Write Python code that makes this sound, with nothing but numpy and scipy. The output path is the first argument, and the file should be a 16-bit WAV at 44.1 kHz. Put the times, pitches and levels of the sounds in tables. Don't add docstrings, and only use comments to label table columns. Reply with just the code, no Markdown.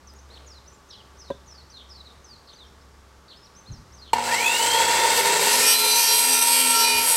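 import sys
import numpy as np
from scipy import signal
from scipy.fft import rfft, irfft, next_fast_len
from scipy.io import wavfile
from scipy.ndimage import uniform_filter1d, map_coordinates

SR = 44100
rng = np.random.default_rng(int(sys.argv[2]) if len(sys.argv) > 2 else 0)


def put_to_file(sound):
    columns = np.atleast_2d(sound).T
    safe = np.clip(columns, -1, 1)
    whole_steps = np.round(safe * 32767)
    wavfile.write(sys.argv[1], SR, whole_steps.astype(np.int16))


N = 315756
T = np.arange(N) / SR

# [f/Hz, width/Hz, relative level/dB]
AIR_BED = [(18, -46), (30, -19), (71, -12), (99, -20.5), (195, -14.5), (320, -17), (394, -18), (497, -16.5),
           (859, -21.5), (1060, -17.5), (1270, -17.5), (2560, -28.5), (5440, -28), (8470, -34.5),
           (15000, -47.5)]
AIR_BANDS = [(392, 45, -14.5), (878, 77, -14), (1146, 48, -12.5)]
AIR_DB = -54.5
# [t/s, length/s, level/dB]
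HUM_SWELLS = [(0, 0.53, -51.5), (1.02, .5, -54.5), (1.77, 0.37, -55), (2.58, 0.55, -55.5), (3.86, .2, -53),
              (4.58, 0.5, -54.5)]
HUM_HZ, HUM_REST_DB = 68.3, -67.5
# [f/Hz, relative level/dB]
GUSTS = [(3.67, 0.12, -44.5), (3.9, 0.046, -54), (6.9, 0.1, -51)]
WIND_BED = [(30, -6), (90, 1.5), (180, -5.5), (280, -16), (900, -55), (5000, -80)]
BREEZE_DB, BREEZE_DIES_S, BREEZE_FADE_S = -61, 5.7, 0.33
# [f/Hz, relative level/dB]
RUSTLES = [(.27, 0.14, -56.5), (1.0, .2, -69), (2.0, .17, -66)]
RUSTLE_BED = [(100, -18), (450, -1), (1000, -7), (3000, -16), (9000, -24), (15000, -39)]
RUSTLE_REST_DB = -67

# [t/s, length/s, first f/Hz, last f/Hz, warble/0-1, level/dB]
SLURS = [(0.072, 0.043, 6200, 4880, 0.2, -53), (0.464, 0.13, 6920, 3770, .2, -53),
         (0.887, 0.13, 6510, 2880, 0.22, -52), (1.195, .14, 5900, 3420, .4, -52.5),
         (1.46, .17, 6780, 4070, .35, -53), (1.716, 0.095, 4900, 3430, 0.22, -50.5),
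         (1.889, 0.13, 5770, 3870, 0.37, -50), (2.05, .075, 4270, 3750, 0.37, -53),
         (2.243, .125, 6240, 3990, 0.1, -52), (2.557, 0.11, 4830, 3100, .2, -53),
         (3.453, 0.025, 5650, 3800, 0, -57), (3.716, .075, 6470, 4620, 0.16, -54),
         (3.964, .12, 5980, 3430, 0.33, -52)]
# [t/s, length/s, top f/Hz, level/dB]
PEEPS = [(.14, 0.036, 6630, -61), (0.188, .025, 6200, -56), (.3, 0.056, 4400, -55),
         (0.661, 0.04, 5910, -53.5), (0.722, .045, 7400, -62), (1.171, .04, 6240, -55),
         (1.7, 0.026, 6200, -54), (1.915, 0.03, 5450, -54), (2.522, 0.03, 6200, -57),
         (2.637, 0.058, 5500, -65), (2.81, .027, 5400, -64), (3.35, .095, 5330, -60),
         (3.432, 0.032, 5650, -56), (3.55, .055, 6300, -53.5), (3.658, 0.044, 4250, -52.5),
         (3.923, .035, 6380, -54)]
# [t/s, length/s, first f/Hz, level/dB]
RASPS = [(.335, 0.047, 4500, -50.5), (.904, 0.055, 4150, -50), (1.771, 0.063, 4150, -50.5),
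         (2.474, 0.064, 4600, -51.5), (3.281, .072, 4440, -50.5), (4.045, 0.064, 4080, -53)]
SLUR_SAG, PEEP_ARCH, PEEP_TOP_SHARE, RASP_FALL = 1.3, 0.52, 0.6, 0.25
ECHO_S, ECHO_DB = 0.051, -18.5

# [t/s, peak of the ringing/dB]
SET_DOWN = [(1.302, -15.5), (1.307, -34), (1.342, -37)]
# [f/Hz, relative level/dB, t60/s]
BOARD_MODES = [(164, -19.5, 0.051), (267, -9.5, 0.037), (400, -6.5, 0.031), (548, -2.5, 0.042),
               (657, -14, 0.036), (987, -11.5, 0.036), (1560, -32, 0.088), (1870, -29, 0.036)]
# [t/s, peak of the ringing/dB]
TICKS = [(.137, -50.5)]
# [t/s, peak of the ringing/dB]
GEAR_KNOCKS = [(4.132, -3.5), (4.157, -24), (4.166, -23), (4.182, -18), (4.191, -17), (4.199, -23),
               (4.275, -18)]
# [f/Hz, relative level/dB, t60/s]
SAW_MODES = [(270, -38, 0.089), (500, -13.5, 0.028), (785, -23, 0.029), (900, 1.5, 0.027),
             (1790, -16, 0.02), (2310, -15, 0.02), (2820, -16, 0.03), (4220, -16, 0.026),
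             (7800, -18, 0.026), (8720, -27, .023)]

START_S = 4.132
GEAR_TEETH, PINION_TEETH, COMMUTATOR_BARS = 46, 9, 12
FREE_TURNS_PER_S, SURGE_SHARE, SURGE_S, CREEP_S = 88.16, 0.536, 0.1896, 0.665
DRAG_FROM_S, DRAG_TURNS_PER_S2 = 6.114, 4.05

# relative level/dB of each harmonic of twice the mains rate, from the first up
BUZZ_HARMONICS_DB = [-8.5, -0.5, -19, -1, -17, 5.5, 7.5, 9]
# [t/s, length/s, multiple of the turn rate, level/dB]
SHAKES = [(4.6, 0.92, 2, -54.5), (5.3, 0.85, 3, -53), (6.15, 0.87, 3, -46), (5.0, .65, 5, -38),
          (5.7, 1.31, 5, -41.5), (5.8, 1.33, 11, -35), (6.4, 0.57, 11, -33.5), (5.7, 1.5, 16, -41),
          (6.65, 0.098, 16, -29.5)]
SHAKE_ATTACK_S, SHAKE_RELEASE_S = 0.16, 0.075
# [multiple of the bar rate, level against the gear mesh/dB]
BAR_TONES = [(1, -9), (2, -14), (3, -20), (4, -20)]
# [f/Hz, half-width/Hz, level/dB]
GEAR_CASE = [(1860, 190, -29), (2570, 370, -24), (3290, 130, -32)]
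WHINE_BETWEEN_DB, WHINE_DAMPED_S, WHINE_FADE_DB_PER_S = -36, 5.2, 13
WHINE_FROM_S, WHINE_ONSET_S = 4.295, 0.022
# [t/s, level before tilting/dB, tilt step/dB: lows take -0.4 of it, highs 1.88]
MOTOR_COURSE = [(4.14, -27, -11), (4.24, -26.5, -2.5), (4.33, -22, -2), (4.44, -22, -1.5), (4.6, -21, 0.5),
                (4.8, -18, -2), (5.2, -17.5, -2), (5.6, -19, 0), (5.78, -28, 0.5), (6.3, -28, 3.5),
                (6.7, -29, 2), (7.16, -25, -3)]
# [f/Hz, relative level/dB]
MOTOR_BED = [(60, -62), (130, -28), (300, -22.5), (650, -17), (1200, -21.5), (1450, -11), (1600, -20),
             (2200, -11), (2500, -19.5), (6000, -17.5), (8700, -15.5), (9300, -25), (12500, -26),
             (15500, -33)]
# [f/Hz, width/Hz, relative level/dB]
HOUSING = [(491, 95, -8), (921.4, 50.6, 2.5), (1823, 88, -8), (2688, 143, -11), (3240, 100, -13),
           (3750, 120, -18), (4100, 190, -12), (4600, 76, -10), (5050, 110, -14.5), (6020, 46, -11),
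           (7470, 110, -9), (7850, 59, -6), (8470, 66, -8), (10130, 46, -14.5)]

SING_MODES = {"low": (2440, 7.5, -38), "middle": (4060, 6.03, -35), "upper": (4634, 16.74, -38.5),
              "top": (8184, 48, -38)}
# [t/s, length/s, mode name, level/dB]
SQUEALS = [(5.612, 0.11, "low", -28), (5.656, 0.063, "top", -33), (5.73, 0.23, "middle", -27.5),
           (5.874, 0.054, "upper", -27), (5.974, .16, "upper", -30.5), (5.966, 0.027, "low", -36),
           (6.072, 0.067, "middle", -30), (6.73, .26, "upper", -30.5), (6.81, 0.07, "middle", -28.5),
           (6.834, 0.17, "low", -28), (7.06, .04, "top", -31)]
SING_FROM_S, SQUEAL_ATTACK_S, SQUEAL_RELEASE_S = 5.47, 0.028, 0.027
# [t/s, level before tilting/dB, tilt step/dB as for the motor]
CUT_COURSE = [(5.05, -53, 4), (5.18, -30, 0.5), (5.35, -33, -5), (5.47, -20.5, -5), (5.6, -21, -2.5),
              (5.72, -18, -1), (5.77, -21.5, -2), (5.9, -20.5, -1.4), (6.12, -21, -0.2), (6.32, -21.5, -2),
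              (6.52, -18, -2.5), (6.76, -19, -2.5), (6.95, -23.5, -2), (7.16, -29, 4)]
# [f/Hz, relative level/dB]
CUT_BED = [(100, -51), (400, -28.5), (1200, -26), (2000, -25.5), (2300, -14.5), (3500, -18.5), (7000, -18),
           (9500, -15), (12500, -13), (14000, -20.5), (15500, -32)]
# [f/Hz, width/Hz, relative level/dB]
BLADE = [(454, 46, -13), (940, 71, -7), (1355, 35, -8.5), (1829, 49, -9), (2370, 120, -11.5),
         (2730, 82, -11), (2792, 51, -4), (2950, 12, -0.5), (3190, 58, -8), (3336, 71, -8.5),
         (3660, 66, -9), (3980, 28, -13.5), (4540, 300, -10.5), (5080, 250, -9), (5570, 43, -6.5),
         (5680, 16, -8), (5996, 160, -7.5), (6240, 33, -16), (6950, 24, -6.5), (7300, 33, -10),
         (8230, 170, -1.5), (8920, 160, -11.5), (9600, 60, -14), (10280, 120, -10.5), (10680, 93, -2.5),
         (11470, 250, -7.5), (12410, 85, -14)]
# [t/s, length/s, added share/dB]
BITES = [(5.5, 0.19, -2), (5.89, 0.21, -4), (6.3, 0.15, -8), (6.75, 0.046, -3)]
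BITE_REST_DB = -0.5
TOP_HZ = 15800


def undb(db):
    return 10 ** (np.asarray(db) / 20)


def unit(x):
    return x / np.sqrt(np.mean(x ** 2) + 1e-20)


def curve(table):
    s, *columns = np.transpose(table)
    return [np.interp(T, s, c) for c in columns]


def walk(rate):
    k = int(SR / rate)
    steps = np.repeat(rng.standard_normal(N // k + 1), k)
    return 1.326 * uniform_filter1d(uniform_filter1d(steps, k), k)[:N]


def swell(s, length, attack_s, release_s):
    return np.clip((T - s) / attack_s, 0, 1) * np.exp(-np.maximum(T - s - length, 0) / release_s)


def swells(table, attack_s, release_s):
    return sum(undb(db) * swell(s, length, attack_s, release_s) for s, length, db in table)


def colour(x, bed=(), peaks=()):
    size = next_fast_len(N + 8192)
    f = np.arange(size // 2 + 1) * SR / size + 1e-3
    power = np.zeros(len(f))
    if len(bed):
        hz, db = np.transpose(bed)
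        low_cut = f ** 2 / (f ** 2 + (hz[0] / 2) ** 2)
        power += undb(np.interp(np.log(f), np.log(hz), db)) ** 2 * low_cut
    for hz, width, db in peaks:
        off = ((f - hz * hz / f) / width) ** 2
        power += undb(db) ** 2 / (1 + off / 2) ** 2
    return unit(irfft(rfft(x, size) * np.sqrt(power), size)[:N])


def noise(bed=(), peaks=()):
    return colour(rng.standard_normal(N), bed, peaks)


def tilt(x, slope_db, pivot_hz=3000):
    low = signal.sosfiltfilt(signal.butter(1, pivot_hz, fs=SR, output="sos"), x)
    return low * undb(-0.4 * slope_db) + (x - low) * undb(1.88 * slope_db)


def air():
    return noise(AIR_BED, AIR_BANDS) * undb(AIR_DB + 0.23 * walk(3.1))


def hum():
    tone = unit(np.sin(2 * np.pi * np.cumsum(HUM_HZ + 1.51 * walk(14)) / SR))
    return tone * (undb(HUM_REST_DB) + swells(HUM_SWELLS, attack_s=0.083, release_s=0.21))


def whistle(hz=11795, level_db=-79):
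    return undb(level_db) * np.sin(2 * np.pi * hz * T)


def wind():
    turbulence = noise(WIND_BED) * undb(2 * walk(35))
    breeze = undb(BREEZE_DB) * np.exp(-np.maximum(T - BREEZE_DIES_S, 0) / BREEZE_FADE_S)
    return turbulence * (breeze + swells(GUSTS, attack_s=0.046, release_s=0.044))


def rustle():
    rubbing = noise(RUSTLE_BED) * undb(2 * walk(90))
    return rubbing * (undb(RUSTLE_REST_DB) + swells(RUSTLES, attack_s=0.057, release_s=0.1))


def yard():
    return air() + hum() + whistle() + wind() + rustle()


def walls(x, wet_db, t60):
    t = T[:SR // 2]
    tail = rng.standard_normal(len(t)) * undb(-60 * t / t60) * (t > 0.012)
    return x + undb(wet_db) * signal.fftconvolve(x, tail / np.linalg.norm(tail))[:N]


def bird(buzz_hz=140, buzz_depth=0.051, harshness=0.072, waver=0.0117,
         trill_hz=30, trill_depth=0.098, flicker_db=3.5):
    out, drift, jitter = np.zeros(N), walk(110), walk(1100)

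    def span(s, length):
        i = np.arange(int(s * SR), int((s + length) * SR))
        return i, np.linspace(0, 1, len(i))

    def add(i, u, hz, db):
        envelope = np.abs(np.sin(np.pi * u)) ** 0.15 * undb(flicker_db * drift[i])
        phase = 2 * np.pi * np.cumsum(hz * (1 + waver * drift[i])) / SR
        out[i] += undb(db) * unit(envelope * np.sin(phase))

    for s, length, first_hz, last_hz, warble, db in SLURS:
        i, u = span(s, length)
        hz = first_hz + (last_hz - first_hz) * np.expm1(-SLUR_SAG * u) / np.expm1(-SLUR_SAG)
        trill = trill_depth * np.sin(2 * np.pi * trill_hz * (T[i] - s))
        add(i, u, hz * (1 + warble * (trill + harshness * jitter[i])), db)
    for s, length, top_hz, db in PEEPS:
        i, u = span(s, length)
        add(i, u, top_hz * (1 - PEEP_ARCH * (u - PEEP_TOP_SHARE) ** 2), db)
    for s, length, first_hz, db in RASPS:
        i, u = span(s, length)
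        flutter = buzz_depth * np.sin(2 * np.pi * buzz_hz * T[i]) + harshness * jitter[i]
        add(i, u, first_hz * (1 - RASP_FALL * u) * (1 + flutter), db)
    return out


def echo(song):
    return song + undb(ECHO_DB) * np.interp(T - ECHO_S, T, song)


def strikes(table, modes, crack_db, crack_s, crack_hz, push_s):
    t = T[:SR // 4]
    out = np.zeros(N + len(t))
    crack_filter = signal.butter(1, crack_hz, fs=SR, output="sos")
    for s, db in table:
        ring = np.zeros(len(t))
        for hz, mode_db, t60 in modes:
            struck_hz = hz * (1 + 0.018 * rng.standard_normal())
            ring += undb(mode_db) * np.sin(2 * np.pi * struck_hz * t) * undb(-60 * t / t60)
        ring *= 1 - np.exp(-t / push_s)
        crack = unit(signal.sosfilt(crack_filter, rng.standard_normal(len(t)))) * np.exp(-t / crack_s)
        i = int(s * SR)
        out[i:i + len(t)] += undb(db) * (ring / abs(ring).max() + undb(crack_db) * crack)
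    return out[:N]


def blade_speed():
    age = np.maximum(T - START_S, 0)
    lag = SURGE_SHARE * np.exp(-age / SURGE_S) + (1 - SURGE_SHARE) * np.exp(-age / CREEP_S)
    return FREE_TURNS_PER_S * (1 - lag) - DRAG_TURNS_PER_S2 * np.maximum(T - DRAG_FROM_S, 0)


def inrush(mains_hz=60, buzz_db=-39, fade_s=0.53):
    buzz = np.zeros(N)
    for k, db in enumerate(BUZZ_HARMONICS_DB, 1):
        buzz += undb(db) * np.sin(2 * np.pi * 2 * k * mains_hz * T + rng.uniform(0, 2 * np.pi))
    return buzz * undb(buzz_db) * np.exp(-np.maximum(T - START_S, 0) / fade_s)


def drone(turns, sway=0.46, flutter_db=2.3):
    out = np.zeros(N)
    for order in sorted({round(row[2]) for row in SHAKES}):
        spells = [(s, length, db) for s, length, k, db in SHAKES if round(k) == order]
        tone = unit(np.sin(2 * np.pi * order * turns + sway * walk(35))) * undb(flutter_db * walk(15))
        out += tone * swells(spells, SHAKE_ATTACK_S, SHAKE_RELEASE_S)
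    return out


def gears(turns, speed, backlash=1.03, brush_play=1.8, flutter_db=2):
    mesh = 2 * np.pi * turns * GEAR_TEETH + backlash * walk(220)
    bar_turns = turns * GEAR_TEETH * COMMUTATOR_BARS / PINION_TEETH
    bars = 2 * np.pi * bar_turns + brush_play * walk(260)
    tone = np.sin(mesh) + sum(undb(db) * np.sin(round(k) * bars) for k, db in BAR_TONES)
    tone *= 1 + 0.5 * np.sin(2 * np.pi * turns)
    mesh_hz = speed * GEAR_TEETH
    case = sum(undb(db) / (1 + ((mesh_hz - hz) / width) ** 2) for hz, width, db in GEAR_CASE)
    onset = np.exp(np.minimum(T - WHINE_FROM_S, 0) / WHINE_ONSET_S)
    damping = undb(-WHINE_FADE_DB_PER_S * np.maximum(T - WHINE_DAMPED_S, 0))
    gain = np.hypot(case, undb(WHINE_BETWEEN_DB)) * onset * damping
    return unit(tone * undb(flutter_db * walk(60))) * gain


def motor(turns, rattle_db=1.0, flutter_db=0.89):
    db, slope_db = curve(MOTOR_COURSE)
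    rotor = turns * GEAR_TEETH / PINION_TEETH
    shake = rng.standard_normal(N) * undb(rattle_db * walk(500) + flutter_db * walk(40))
    shake *= 1 + 0.19 * np.cos(2 * np.pi * rotor)
    return tilt(colour(shake, MOTOR_BED, HOUSING), slope_db) * undb(db)


def singing(turns, wander_db=1.0, flutter_db=2.0, throb=0.23):
    rubbing = np.clip((T - SING_FROM_S) / 0.046, 0, 1)
    out = np.zeros(N)
    for name, (hz, waver_hz, db) in SING_MODES.items():
        pinches = [(s, length, peak_db) for s, length, mode, peak_db in SQUEALS if mode == name]
        gain = rubbing * undb(db + wander_db * walk(14))
        gain += swells(pinches, SQUEAL_ATTACK_S, SQUEAL_RELEASE_S)
        flutter = undb(flutter_db * walk(70)) * (1 + throb * np.cos(2 * np.pi * turns + walk(12)))
        tone = np.sin(2 * np.pi * np.cumsum(hz + waver_hz * walk(90)) / SR)
        out += gain * unit(tone * flutter)
    return out


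def one_turn(turns, size=4096, count=200, uneven_db=3):
    phases = np.exp(2j * np.pi * rng.random(count))
    shape = irfft(np.r_[0, phases * undb(uneven_db * rng.standard_normal(count))], size)
    return unit(np.interp(turns % 1, np.arange(size) / size, shape, period=1))


def shifting(x, patchy_db, band_hz, change_s):
    f, t, spectrum = signal.stft(x, SR, nperseg=512)
    grid = np.meshgrid(f / band_hz, t / change_s, indexing="ij")
    field = map_coordinates(rng.standard_normal(size=(128, 128)), grid, order=3, mode="wrap")
    depth_db = patchy_db * f[:, None] / (f[:, None] + band_hz * 2)
    return unit(signal.istft(spectrum * undb(depth_db * field), SR)[1][:N])


def cut(turns, tearing_db=-6, grain_db=1.42, feed_db=0.6, bite_low_hz=4700, bite_high_hz=6800):
    db, slope_db = curve(CUT_COURSE)
    angle = 0.91 * walk(8)
    teeth = np.cos(angle) * one_turn(turns) + np.sin(angle) * one_turn(turns)
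    fibres = unit(rng.standard_normal(N) * undb(2 * walk(900)))
    force = (teeth + undb(tearing_db) * fibres) * undb(grain_db * walk(70))
    rasp = shifting(colour(force, CUT_BED, BLADE), patchy_db=2.9, band_hz=240, change_s=0.1)
    bite_band = signal.butter(2, [bite_low_hz, bite_high_hz], "band", fs=SR, output="sos")
    tips = signal.sosfiltfilt(bite_band, rasp)
    rasp = rasp + tips * (undb(BITE_REST_DB) + swells(BITES, attack_s=0.023, release_s=0.05) - 1)
    return tilt(rasp, slope_db + 0.1 * walk(7.4)) * undb(db + feed_db * walk(16))


def scene():
    background = yard()
    song = walls(echo(bird()), wet_db=-7.5, t60=0.58)
    board = strikes(SET_DOWN, BOARD_MODES, crack_db=-28, crack_s=0.0088, crack_hz=900, push_s=0.0059)
    board = walls(board, wet_db=-19, t60=0.23)
    ticks = strikes(TICKS, SAW_MODES, crack_db=6, crack_s=0.0015, crack_hz=5000, push_s=0.001)
    knocks = strikes(GEAR_KNOCKS, SAW_MODES, crack_db=-21.5, crack_s=0.011, crack_hz=5760, push_s=0.0036)
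    speed = blade_speed()
    turns = np.cumsum(speed) / SR
    switched_on = np.clip((T - START_S) / 0.0025, 0, 1)
    running = inrush() + drone(turns) + gears(turns, speed) + motor(turns)
    saw = switched_on * (running + singing(turns) + cut(turns))
    mono = background + song + board + ticks + knocks + saw
    return np.array([mono, mono])


def record(dry):
    return signal.sosfilt(signal.ellip(10, 0.2, 80, TOP_HZ, fs=SR, output="sos"), dry)


dry = scene()
out = record(dry)
put_to_file(out)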